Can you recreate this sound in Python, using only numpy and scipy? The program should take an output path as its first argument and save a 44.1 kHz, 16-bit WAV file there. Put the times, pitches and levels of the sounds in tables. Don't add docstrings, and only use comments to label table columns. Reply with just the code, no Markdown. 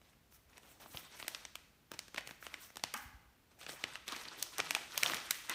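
import sys
import numpy as np
from scipy import signal
from scipy.fft import rfft, irfft
from scipy.io import wavfile

SR = 44100
rng = np.random.default_rng(int(sys.argv[2]) if len(sys.argv) > 2 else 0)


def dump_mix(stems):
    frames = np.atleast_2d(stems).T
    limited = np.clip(frames, -1, 1)
    pcm = np.round(limited * 32767).astype(np.int16)
    wavfile.write(sys.argv[1], SR, pcm)


N = 244314

# t/s, level/dB, f/Hz, roll-off below f and above f/(dB/octave).
CREASE_SNAPS = [(.58, -52, 4070, -1.5, -3), (0.86, -52, 1180, -2, 13), (0.947, -45, 556, -3, 7.5),
                (0.9722, -40.5, 3500, 7, 12), (1.1994, -46, 1150, 2, 1.5), (1.227, -42, 4600, 0.5, 36),
                (1.246, -51, 3500, -2, 18), (1.281, -33.5, 9020, 1.6, -6.5), (1.348, -38, 4850, 2.5, 11.5),
                (1.452, -42.5, 6090, 1.5, 15), (1.5552, -41, 2606, 2.5, 1), (1.9169, -41.5, 11200, -2, -30),
                (1.9916, -38, 5940, 2.5, 5), (2.082, -54, 5900, -0.5, 1), (2.145, -43.5, 1180, -2.5, 2.5),
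                (2.1613, -45.5, 3100, 6.5, 6), (2.1825, -39.5, 1078, 0.5, 3.5), (2.209, -50, 2400, 2, 5),
                (2.2739, -44, 5500, 0.5, 1.5), (2.2922, -49, 2400, 1.5, 11), (2.31, -46, 4100, -1.5, 9),
                (2.4263, -47, 1750, 3, 10), (2.4668, -41.5, 2600, 3, 5.5), (2.5413, -39.5, 1720, 5.5, 3.5),
                (2.758, -50, 710, 0, 0.5), (2.77, -41, 646, -2, -.5), (2.838, -30, 4600, 1, 6),
                (2.9399, -37, 1710, 3, -2), (3.665, -43, 2944, 2, 10), (3.693, -43, 5400, -1.5, 18),
                (3.8398, -31, 3380, 0.5, 10), (3.9556, -39.5, 2510, 3.5, 8), (4.0804, -42, 2000, 1, -2),
                (4.0868, -41.5, 4070, 6, 18), (4.1225, -41.5, 3670, 7, 1), (4.2539, -46, 3460, 5, 24),
                (4.2844, -44, 4570, 17, 29.5), (4.4266, -30.5, 5470, 8, -2.5), (4.583, -36, 1710, 2, -2.5),
                (4.593, -37.5, 1200, -0.5, 11), (4.6017, -28.5, 5570, 0.5, 16), (4.7083, -28.5, 2100, 5, 0),
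                (4.75, -27, 2560, 5, 2.5), (4.9774, -29, 13900, 3.5, 2), (5.0331, -23.3, 2050, 3.5, 1.5),
                (5.0614, -29, 3620, 6, 15), (5.098, -34.5, 1187, 11, 4.5), (5.12, -38.5, 3990, 0.5, 13),
                (5.135, -33.5, 1470, 5, 7), (5.145, -37, 7600, 1, 18.5), (5.202, -47.5, 5420, 3.5, 15),
                (5.3088, -25.5, 1830, 10.5, -2.5), (5.496, -34.5, 2100, -1.5, -3)]
# f/Hz, level/dB
TONE_COLOUR = [(100, -2), (600, -2), (2200, 0), (4200, -3.5), (4900, -5), (5900, -3), (7500, -8),
               (8500, -5.5), (10300, -11.5), (11900, -10.5), (15500, -13.5)]
SNAP_S = .0045
RING_SIZE = 2 ** 11
SPURTS_PER_S = 60


def snaps(ring_s=0.0022, scatter=0.14, rebound=0.71, rebound_s=0.00092):
    ahead, around = np.zeros((2, N))
    t = np.arange(RING_SIZE) / SR
    for s, db, hz, below, above in CREASE_SNAPS:
        lag_s = rng.uniform(.0006, .0015)
        ring = panel(hz, below, above, lag_s)
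        decay_s = ring_s * (2500 / hz) ** 0.052
        kick = scatter * rng.standard_normal(len(t)) * np.exp(-t / decay_s)
        kick[0] += 1
        kick[int((.5 + rng.random()) * rebound_s * SR)] -= rebound
        for out, spectrum in (ahead, ring * rfft(kick)), (around, ring):
            wave = band(irfft(spectrum), 70, 16400)
            add(out, s - lag_s / 2, hit_at_level(wave, db))
    return ahead, around


def panel(hz, below, above, lag_s, tautness=0.73, peak_db=6, peak_octaves=0.38):
    f = np.maximum(np.arange(RING_SIZE // 2 + 1) * SR / RING_SIZE, 20)
    octaves = np.log2(f / hz)
    slopes = below * np.minimum(octaves, 0) - above * np.maximum(octaves, 0)
    note = np.clip(tautness * below, 0, peak_db) * np.exp(-(octaves / peak_octaves) ** 2)
    dispersion = np.exp(-4j * np.pi * lag_s * np.sqrt(f * 1000))
    return dispersion * minimum_phase(curve_db(f, TONE_COLOUR) + slopes + note)


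def rustle(hiss=0.64, flicker_db=3.5, slip_db=2.2):
    flex_db, crinkle_db, rub_db = handling_levels()
    treble_db = 20 * np.log10(np.hypot(undb(crinkle_db - 7.5), undb(rub_db - 6)))
    hiss_gain = hiss * undb(-0.25 * (crinkle_db + 33))
    texture = crackle() + hiss_gain * unit(colour(rng.standard_normal(N), TONE_COLOUR))
    texture /= np.hypot(1, hiss_gain)
    sizzle = unit(band(rng.standard_normal(N), 12200, 23800, order=2))
    out = sizzle * undb(rub_db - 1 + slip_db * wander(SPURTS_PER_S))
    for db, lo, hi in [(flex_db, 110, 950), (crinkle_db - 1.13, 900, 5000), (treble_db, 5000, 13500)]:
        edges = np.geomspace(lo, hi, num=4)
        layer = np.zeros(N)
        for a, b in zip(edges, edges[1:]):
            forward = band(texture, a, b, order=2)
            strip = band(forward[::-1], a, b, order=2)[::-1]
            layer += strip * undb(flicker_db * wander(SPURTS_PER_S))
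        out += unit(layer) * undb(db)
    return out * undb(slip_db * wander(SPURTS_PER_S))


def handling_levels(strain_s=0.0025, settle_s=0.0043):
    # t/s, hold/s, level/dB, flex against crackle/dB
    bends = [(0, 0.094, -73, -7), (0.482, 0.26, -69, -4.5), (0.792, 0.013, -59.5, -1),
             (.925, 0.06, -57, -8.5), (1.105, .28, -58.5, -9.5), (1.9, 0.044, -65, -6),
             (2.123, 0.03, -60.5, -2), (2.25, 0.027, -70, -5), (2.409, 0.21, -62.5, -7.5),
             (3.48, 0.1, -73.5, -3.5), (3.584, 0.035, -56.5, -8.5), (3.66, 0.042, -52, -7.5),
             (3.769, 0.17, -56.5, -14.5), (4.062, 0.14, -50.5, -11.5), (4.254, 0.19, -56, -6),
             (4.51, 0.11, -54, -13.5), (4.629, 0.15, -50.5, -7.5), (4.892, 0.22, -47, -13),
             (5.02, 0.096, -43.5, -6.5), (5.222, 0.38, -54.5, -15.5), (5.48, 0.034, -44.5, -10.5)]
    # t/s, hold/s, level/dB
    crunches = [(1.936, .007, -47.5), (2.175, 0.011, -45.5), (3.687, 0.0045, -47), (4.078, .008, -44.5),
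                (4.121, 0.014, -46.5), (4.589, 0.0086, -39.5), (4.764, 0.0042, -38.5), (5.027, .002, -34.5)]
    # t/s, hold/s, level/dB
    rubs = [(.305, 0.028, -60), (.6, 0.12, -64.5), (.797, 0.014, -60), (.83, 0.16, -56),
            (1.14, 0.065, -57.5), (2.24, 0.045, -59), (2.395, 0.046, -60), (2.575, 0.062, -54.5),
            (2.93, .06, -54), (3.586, 0.0066, -61.5), (3.66, 0.084, -57.5), (4.07, 0.11, -61),
            (4.365, 0.033, -51.5), (4.91, 0.2, -49), (5.3, 0.055, -54)]
    flex, crinkle, rub = np.full((3, N), 1e-12)
    for s, held_s, db, flex_db in bends:
        bend = undb(db) * stroke(s, held_s, attack_s=0.024, release_s=0.076)
        crinkle += bend ** 2
        flex += (bend * undb(flex_db)) ** 2
    t = np.arange(-RING_SIZE, 2 * RING_SIZE) / SR
    settle = np.exp(np.minimum(t / strain_s, -t / settle_s))
    for s, db, _, below, _ in CREASE_SNAPS:
        shake = settle * undb(db - 14.5)
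        add(crinkle, s + t[0], shake ** 2)
        panel_shake = shake * undb(-2 - 1.25 * below)
        add(flex, s + t[0], panel_shake ** 2)
    for s, held_s, db in crunches:
        crunch = undb(db) * stroke(s, held_s, attack_s=1 / SR, release_s=settle_s)
        crinkle += crunch ** 2
        flex += (crunch * undb(-4.5)) ** 2
    for s, held_s, db in rubs:
        slip = undb(db) * stroke(s, held_s, attack_s=0.82 * held_s, release_s=0.044)
        rub += slip ** 2
    crinkle += rub * undb(-8) ** 2
    return 10 * np.log10([flex, crinkle, rub])


def crackle(per_s=1100, spurt_db=4.6, spread_db=4.2, ceiling_db=14, sizes=20):
    out = np.zeros(N)
    spurts = undb(spurt_db * wander(SPURTS_PER_S))
    for hz in np.geomspace(500, 13000, sizes):
        onsets = rng.choice(N, size=int(per_s / sizes * N / SR), p=spurts / spurts.sum())
        polarity = rng.choice([-1, 1], len(onsets))
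        strength_db = np.minimum(spread_db * rng.exponential(size=len(onsets)), ceiling_db)
        buckles = np.zeros(N)
        buckles[onsets] = polarity * undb(strength_db)
        ring = irfft(panel(hz, below=6, above=6, lag_s=.001))
        out += signal.oaconvolve(buckles, ring)[:N]
    return unit(out)


def slides():
    # t/s, level/dB, decay/s, pitch factor
    moves = [(2.9405, -36, 0.014, 1.05), (2.945, -48, 0.095, 0.99), (4.312, -50, 0.021, 0.886),
             (5.497, -35, 0.023, 1.22)]
    # f/Hz, width/Hz, level/dB
    modes = [(244, 73, -1.5), (837, 115, 5), (1185, 240, 3.5), (1580, 270, 6), (2090, 98, 4),
             (2430, 160, -1.5), (2910, 170, -3)]
    out, t = np.zeros(N), np.arange(SR) / SR
    for s, level_db, decay_s, pitch in moves:
        friction = rng.standard_normal(len(t))
        ring = sum(undb(db) * band(friction, pitch * hz - width / 2, pitch * hz + width / 2, order=2)
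                   for hz, width, db in modes)
        add(out, s, unit(ring) * undb(level_db) * np.exp(-t / decay_s))
    return out


def taps(pitch_hz=1720):
    # t/s, level/dB
    touches = [(0.018, -62), (0.326, -64), (.574, -55.5), (.635, -59), (.718, -64.5), (1.269, -54),
               (2.705, -55.5), (2.798, -53.5), (3.615, -51), (4.165, -45.5)]
    out, t = np.zeros(N), np.arange(RING_SIZE) / SR
    slack_panel = panel(pitch_hz, below=0, above=3.7, lag_s=0)
    for s, db in touches:
        scuff = rng.standard_normal(len(t)) * np.exp(-2 * t / SNAP_S)
        wave = band(irfft(rfft(scuff) * slack_panel), 150, 14800)
        add(out, s - SNAP_S / 2, hit_at_level(wave, db))
    return out


def flops(first_hz=165, last_hz=54, glide_s=0.00558):
    # t/s, level/dB, swell/s
    puffs = [(3.054, -51.5, 0.0075), (3.137, -51.5, 0.013)]
    out, t = np.zeros(N), np.arange(SR) / SR
    hz = last_hz + (first_hz - last_hz) * np.exp(-t / glide_s)
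    tone = np.sin(2 * np.pi * np.cumsum(hz) / SR)
    for s, db, swell_s in puffs:
        swell = t / swell_s * np.exp(1 - t / swell_s)
        add(out, s, undb(db) * swell * tone)
    return out


def kitchen(x, t60_s=0.75, treble_t60_s=0.64, split_hz=6000, tail_db=-11,
            echo_db=-19, echo_s=.0098, smear_s=0.0011):
    t = np.arange(SR) / SR
    low, high, near = rng.standard_normal((3, len(t)))
    body = band(low, 80, split_hz) * undb(-60 * t / t60_s)
    treble = band(high, split_hz, SR / 2) * undb(-1 - 60 * t / treble_t60_s)
    tail = (body + treble) * np.minimum(t / 0.00023, 1)
    echo = near * np.exp(-np.abs(t - echo_s) / smear_s) * (t > echo_s)
    response = undb(tail_db) * tail / np.linalg.norm(tail) + undb(echo_db) * echo / np.linalg.norm(echo)
    return signal.fftconvolve(x, response)[:N]


def room_tone(level_db=-69):
    # f/Hz, relative level/dB
    air_colour = [(22, -26), (54, -2.5), (90, -8.5), (220, -12.5), (600, -21), (2500, -25), (9500, -34.5),
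                  (13500, -31.5)]
    return unit(colour(rng.standard_normal(N), air_colour)) * undb(level_db)


def undb(db):
    return 10 ** (np.asarray(db) / 20)


def unit(x):
    return x / np.sqrt(np.mean(x ** 2))


def hit_at_level(wave, db):
    return wave * undb(db) * np.sqrt(SNAP_S * SR) / np.linalg.norm(wave)


def band(x, lo_hz, hi_hz, order=3):
    sos = signal.butter(order, [lo_hz, min(hi_hz, .48 * SR)], "band", fs=SR, output="sos")
    return signal.sosfilt(sos, x)


def curve_db(f, points):
    hz, db = np.transpose(points)
    return np.interp(np.log(np.maximum(f, 1)), np.log(hz), db)


def colour(x, points):
    f = np.arange(len(x) // 2 + 1) * SR / len(x)
    return irfft(rfft(x) * undb(curve_db(f, points)), len(x))


def minimum_phase(db):
    cepstrum = irfft(np.log(undb(db)))
    cepstrum[1:len(db) - 1] *= 2
    cepstrum[len(db):] = 0
    return np.exp(rfft(cepstrum))


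def wander(per_s):
    knots = rng.standard_normal(4096)
    return np.interp(np.arange(N) / SR * per_s, np.arange(len(knots)), knots)


def stroke(s, held_s, attack_s, release_s):
    t = np.arange(N) / SR - s
    return np.clip(t / attack_s, 0, 1) * np.exp(-np.maximum(t - held_s, 0) / release_s)


def add(out, s, sound):
    i = max(int(s * SR), 0)
    out[i:i + len(sound)] += sound[:N - i]


def scene():
    ahead, around = snaps()
    handling = rustle() + taps() + slides() + flops()
    air = room_tone()
    return (ahead + handling + kitchen(around + handling) + air)[None]


def record(dry):
    return signal.sosfilt(signal.ellip(10, .2, 70, 15500, fs=SR, output="sos"), dry)


dry = scene()
out = record(dry)
dump_mix(out)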